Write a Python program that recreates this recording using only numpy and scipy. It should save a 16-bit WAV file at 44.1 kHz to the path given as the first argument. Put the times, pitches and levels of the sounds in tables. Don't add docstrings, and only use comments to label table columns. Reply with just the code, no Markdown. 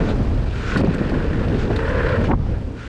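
import sys
import numpy as np
from scipy import signal
from scipy.fft import rfft, irfft
from scipy.io import wavfile
from scipy.ndimage import uniform_filter1d

SR = 44100
rng = np.random.default_rng(int(sys.argv[2]) if len(sys.argv) > 2 else 0)


def wav_record(signal):
    frames = np.transpose(np.atleast_2d(signal))
    bounded = np.clip(frames, -1, 1)
    quanta = np.round(bounded * 32767).astype(np.int16)
    wavfile.write(sys.argv[1], SR, quanta)


N = 127008

# time_s, level_db
CRUNCH_LEVEL = [(0, -56.5), (.16, -53), (.44, -54.5), (.57, -52), (.72, -55), (.79, -42.5), (.83, -57),
                (.94, -52.5), (1.3, -53), (1.5, -52.5), (1.7, -54), (1.78, -50.5), (2.295, -52),
                (2.325, -66), (2.42, -61.5), (2.55, -57), (2.71, -59), (2.88, -56)]
STONES_PER_S, STONE_SPREAD_DB = 370, -1.7


def undb(db):
    return 10 ** (np.asarray(db) / 20)


def unit(x):
    return x / np.sqrt(np.mean(x ** 2))


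def curve(table, column=1):
    rows = np.array(table, float)
    return np.interp(np.arange(N) / SR, rows[:, 0], rows[:, column])


def colour(x, spectrum):
    hz, db = np.array(spectrum, float).T
    bins_hz = np.maximum(np.fft.rfftfreq(N, 1 / SR), 1)
    gain = undb(np.interp(np.log(bins_hz), np.log(hz), db))
    return unit(irfft(rfft(x) * gain, N))


def lowpass(x, cutoff_hz):
    return signal.sosfilt(signal.butter(2, cutoff_hz, fs=SR, output="sos"), x)


def band_noise(low_hz, high_hz, order=2):
    sos = signal.butter(order, [low_hz, high_hz], "band", fs=SR, output="sos")
    return unit(signal.sosfilt(sos, rng.standard_normal(N)))


def wander(rate_hz):
    bins_hz = np.fft.rfftfreq(N, 1 / SR)
    return unit(irfft(rfft(rng.standard_normal(N)) * np.exp(-(bins_hz / rate_hz) ** 2), N))


def grains(per_s, spread_db):
    size = undb(spread_db * np.minimum(rng.exponential(size=N), 6))
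    return (rng.random(N) < per_s / SR) * size * np.sign(rng.standard_normal(N))


def since(start_s):
    return np.maximum(np.arange(N) / SR - start_s, 0)


def strike(start_s, decay_s, attack_s):
    age_s = since(start_s)
    return np.minimum(age_s / attack_s, 1) * np.exp(-age_s / decay_s)


def wind_rumble():
    # time_s, level_db
    level = [(0, -20.5), (.4, -19), (.6, -25.5), (.76, -20.5), (1.0, -24), (1.6, -20), (1.85, -20),
             (2.35, -19), (2.55, -22), (2.72, -32.5), (2.88, -31.5)]
    # freq_hz, gain_db
    spectrum = [(10, -33.5), (22, 1), (35, 0), (80, -1), (120, -5), (200, -19), (500, -45.5), (2000, -90.5)]
    swing = colour(rng.standard_normal(N), spectrum)
    envelope = uniform_filter1d(np.abs(signal.hilbert(swing)), size=1800)
    return unit(swing / envelope ** 0.18) * undb(curve(level))


def wind_eddies():
    # time_s, level_db
    level = [(0, -18), (.11, -21.5), (.25, -25), (.36, -24.5), (.46, -29.5), (.65, -34.5), (.73, -25),
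             (.78, -15.5), (.89, -22), (.95, -23.5), (1.15, -22), (1.38, -24.5), (1.54, -20), (1.87, -28.5),
             (2.17, -24.5), (2.31, -20), (2.37, -31.5), (2.52, -27.5), (2.8, -36.5), (2.88, -35)]
    # freq_hz, gain_db
    spectrum = [(50, -7), (120, -0.5), (250, 1), (370, -6), (520, -8.5), (740, -20), (1100, -27),
                (2000, -30.5), (4000, -50), (9000, -79.5)]
    flutter = unit(rng.standard_normal(N) * undb(2.5 * wander(rate_hz=44.8)))
    puffs = undb(-7.5) * unit(grains(per_s=140, spread_db=2))
    return colour(flutter + puffs, spectrum) * undb(curve(level))


def air_rush():
    # time_s, level_db
    level = [(0, -31), (.55, -38.5), (2.3, -37.5), (2.36, -44), (2.45, -37.5), (2.7, -45.5), (2.88, -47)]
    # freq_hz, gain_db
    spectrum = [(200, -1), (700, -4), (1100, -7.5), (2000, -19), (5000, -27), (12000, -55.5)]
    return colour(rng.standard_normal(N), spectrum) * undb(curve(level))


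def takeoff_gust():
    # peak_s, rasp_db, top_hz, thud_db, thud_hz
    slaps = [(2.3172, -15.5, 2070, -7, 338), (2.3364, -13, 1240, -7, 260)]
    # freq_hz, gain_db
    spectrum = [(55.5, -12), (111, 0), (930, -8), (1860, -38), (5580, -85)]
    centre_s, sigma_s = 2.308, 0.015
    rise_s, fall_s, thud_sigma_s = 0.0042, 0.0026, 0.0016
    time_s = since(0)
    swell = np.exp(-.5 * ((time_s - centre_s) / sigma_s) ** 2)
    out = undb(-17.5) * swell * colour(rng.standard_normal(N), spectrum)
    for peak_s, rasp_db, top_hz, thud_db, thud_hz in slaps:
        age_s = time_s - peak_s
        burst = np.exp(-np.abs(age_s) / np.where(age_s < 0, rise_s, fall_s))
        rasp = lowpass(burst * band_noise(473, top_hz, order=3), 1.26 * top_hz)
        thud = np.exp(-.5 * (age_s / thud_sigma_s) ** 2) * np.cos(2 * np.pi * thud_hz * age_s)
        out += undb(rasp_db) * rasp - undb(thud_db) * thud
    return out


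def metal_ring():
    # freq_hz, gain_db
    modes = [(1357, 7.5), (2351, 7), (3063, -2), (4632, -10), (4764, -13), (6448, -13.5), (6757, -16),
             (7956, -20)]
    t60_s, relative_db = 0.14, -3.5
    age_s = since(0)
    ring = sum(undb(db) * np.sin(2 * np.pi * hz * age_s) for hz, db in modes)
    ring *= np.exp(-np.log(1000) * age_s / t60_s)
    shaken = signal.fftconvolve(grains(STONES_PER_S, STONE_SPREAD_DB), ring)[:N]
    return unit(shaken) * undb(relative_db + curve(CRUNCH_LEVEL))


def cable_ticks():
    # start_s, level_db, decay_s, ring_hz, ring_gain_db
    taps = [(0.088, -44.5, 0.015, 3820, 9), (0.771, -29, 0.0099, 4570, -4), (0.802, -33, 0.0046, 4750, -1),
            (.8455, -36.5, .004, 4300, -2), (.87, -39, 0.0036, 5900, -6), (0.943, -31.5, 0.0061, 7800, -17),
            (1.007, -44, 0.0045, 7600, -7), (1.094, -37, 0.0043, 4500, -1), (1.541, -42, 0.0031, 3000, 13),
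            (1.76, -32, 0.007, 3900, 3.5), (1.89, -40, .004, 5730, 1), (2.089, -41, 0.0043, 3980, 5.5),
            (2.239, -42, .012, 6100, -7)]
    # freq_hz, gain_db
    spectrum = [(500, -13), (2300, 12), (5000, -8.5), (6800, -7.5), (8500, -7), (10000, -20.5),
                (12500, -22), (13500, -40)]
    half_band_hz = 375
    crack = undb(1.5) * colour(rng.standard_normal(N), spectrum)
    out = np.zeros(N)
    for start_s, level_db, decay_s, ring_hz, ring_gain_db in taps:
        ring = undb(ring_gain_db) * band_noise(ring_hz - half_band_hz, ring_hz + half_band_hz)
        out += undb(level_db) * strike(start_s, decay_s, attack_s=0.003) * (crack + ring)
    return out


def suspension_knocks():
    # start_s, level_db, decay_s, top_hz
    blows = [(0.087, -20.5, 0.025, 690), (0.759, -21.5, 0.024, 600), (0.808, -13, 0.0048, 700),
             (0.837, -14.5, 0.016, 480), (0.871, -18.5, 0.007, 875), (1.015, -15, 0.0087, 336),
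             (1.119, -17, 0.0071, 593), (1.174, -20, 0.0085, 497), (1.501, -19, 0.0033, 720),
             (1.548, -20, 0.02, 445), (1.702, -17, 0.015, 740)]
    # start_s, level_db, pitch_hz, decay_s
    booms = [(.762, -20, 186.7, 0.083), (.805, -8, 250, 0.0097), (.88, -9, 171, 0.024),
             (1.702, -19, 222.3, 0.042)]
    out = np.zeros(N)
    for start_s, level_db, decay_s, top_hz in blows:
        thump = band_noise(134, top_hz, order=3)
        out += undb(level_db) * strike(start_s, decay_s, attack_s=0.00057) * thump
    for start_s, level_db, pitch_hz, decay_s in booms:
        tone = np.sin(2 * np.pi * pitch_hz * since(start_s))
        out += undb(level_db) * strike(start_s, decay_s, attack_s=0.0022) * tone
    return out


def frame_clacks():
    # start_s, level_db
    touchdowns = [(.72, -12.5), (.758, -9)]
    # freq_hz, gain_db, t60_s
    modes = [(1070, -8, 0.06), (1390, -11, 0.033), (1470, -1.5, 0.059), (1956, -14, 0.074),
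             (2420, -8, 0.018)]
    out = np.zeros(N)
    for start_s, level_db in touchdowns:
        crack = strike(start_s, decay_s=0.003, attack_s=0.00043) * band_noise(750, 2030)
        out += undb(level_db - 12) * crack
        for freq_hz, gain_db, t60_s in modes:
            detune, phase_turns = rng.standard_normal(2)
            ring = np.sin(2 * np.pi * (freq_hz * (1 + 0.011 * detune) * since(start_s) + phase_turns))
            envelope = strike(start_s, t60_s / np.log(1000), attack_s=0.00054)
            out += undb(level_db + gain_db) / 2 * ring * envelope
    return lowpass(out, cutoff_hz=4000)


def knob_hum(rate_ratio):
    # time_s, base_rate_hz, level_db
    hum = [(0, 477, -24), (.2, 428.4, -56.5), (.7, 417.3, -41), (.85, 440, -37.5), (1.35, 470, -42.5),
           (1.68, 408.9, -30), (1.83, 463.4, -26.5), (1.92, 487.7, -27.5), (1.98, 474.6, -24),
           (2.045, 451.9, -25.5), (2.085, 544.2, -27), (2.145, 497, -21), (2.23, 449.5, -26.5),
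           (2.36, 451.7, -58), (2.88, 449.7, -45.5)]
    knob_hz = rate_ratio * curve(hum) * (1 + 0.0451 * wander(rate_hz=70.7))
    phase = 2 * np.pi * np.cumsum(knob_hz) / SR
    tone = np.sin(phase) + undb(-15) * np.sin(2 * phase)
    buzz = undb(-6) * wander(rate_hz=129) * np.cos(phase)
    roughness = undb(3 * wander(rate_hz=61.4))
    return unit(tone * roughness + buzz) * undb(curve(hum, column=2))


def tyre_skim():
    # time_s, level_db
    level = [(0, -43), (.11, -34), (.2, -75), (.45, -65), (.55, -39.5), (.64, -35.5), (.69, -29.5),
             (.745, -32), (.78, -40), (.85, -68), (1.55, -72), (1.595, -33), (1.66, -40), (1.72, -65),
             (2.48, -72), (2.55, -62), (2.62, -71), (2.73, -57), (2.8, -40.5), (2.88, -41)]
    # freq_hz, gain_db
    spectrum = [(250, -13.5), (480, -7.5), (800, -17.5), (1180, -7), (1340, 0.5), (1470, 2), (1700, -4.5),
                (2100, -7), (2550, -10), (3000, -12.5), (3600, -13.5), (4300, -18.5), (5200, -21),
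                (7000, -25), (9500, -41), (13000, -65)]
    return colour(grains(per_s=9000, spread_db=1), spectrum) * undb(curve(level))


def tyre_crunch():
    # time_s, level_db
    roll_level = [(0, -28.5), (.11, -54), (.16, -50), (.48, -45), (.7, -36.5), (.77, -26), (.84, -41),
                  (.95, -32.5), (1.35, -33.5), (1.52, -37), (1.61, -42), (1.7, -38.5), (1.78, -30.5),
                  (1.97, -25.5), (2.14, -24.5), (2.28, -37), (2.35, -73), (2.55, -41.5), (2.61, -61),
                  (2.88, -52)]
    # freq_hz, gain_db
    grit_spectrum = [(200, -15.5), (480, 7), (600, 2.5), (760, -11), (1030, 1.5), (1200, -4), (1430, 3),
                     (1850, 0.5), (2170, -11), (2380, -11), (3200, -18), (4500, -29.5), (6500, -51.5),
                     (12000, -74.5)]
    # freq_hz, gain_db
    dust_spectrum = [(1000, -29.5), (2600, 4), (3700, -1.5), (4800, -2.5), (5800, -7), (8300, -10),
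                     (10000, -18.5), (12000, -28.5), (14000, -48.5)]
    # freq_hz, gain_db
    stone_spectrum = [(600, -7.5), (1700, -16), (2130, -5), (2450, 2.5), (3000, -4), (4500, -9.5),
                      (8000, -35), (12000, -53)]
    stone_decay_s, full_contact_db = 0.0036, -41.5
    ground = wander(rate_hz=66.5)
    grit = colour(grains(per_s=8000, spread_db=0.9) * undb(2.5 * ground), grit_spectrum)
    dust = colour(grains(per_s=9000, spread_db=1) * undb(ground), dust_spectrum)
    impacts = np.abs(grains(STONES_PER_S, STONE_SPREAD_DB))
    bursts = signal.lfilter([1], [1, -np.exp(-1 / (stone_decay_s * SR))], impacts)
    stones = undb(7.5) * colour(bursts * rng.standard_normal(N), stone_spectrum)
    roll_db = curve(roll_level)
    contact = np.minimum(undb(roll_db - full_contact_db), 1)
    return grit * undb(roll_db) + (contact * stones + dust) * undb(curve(CRUNCH_LEVEL))


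def scene():
    front_hum = knob_hum(rate_ratio=0.99)
    rear_hum = undb(-8) * knob_hum(rate_ratio=1.14)
    wind = wind_rumble() + wind_eddies() + air_rush() + takeoff_gust()
    tyres = front_hum + rear_hum + tyre_skim() + tyre_crunch()
    rattles = metal_ring() + suspension_knocks() + frame_clacks() + cable_ticks()
    return (wind + tyres + rattles)[None]


def record(dry):
    ceiling, fade_s, top_hz = 0.8, 0.004, 13800
    to_edge_s = np.minimum(since(0), since(0)[::-1])
    fade = np.sin(np.pi / 2 * np.minimum(to_edge_s / fade_s, 1)) ** 2
    rounded = ceiling * np.tanh(dry / ceiling)
    return signal.sosfilt(signal.ellip(8, .2, 70, top_hz, fs=SR, output="sos"), fade * rounded)


dry = scene()
out = record(dry)
wav_record(out)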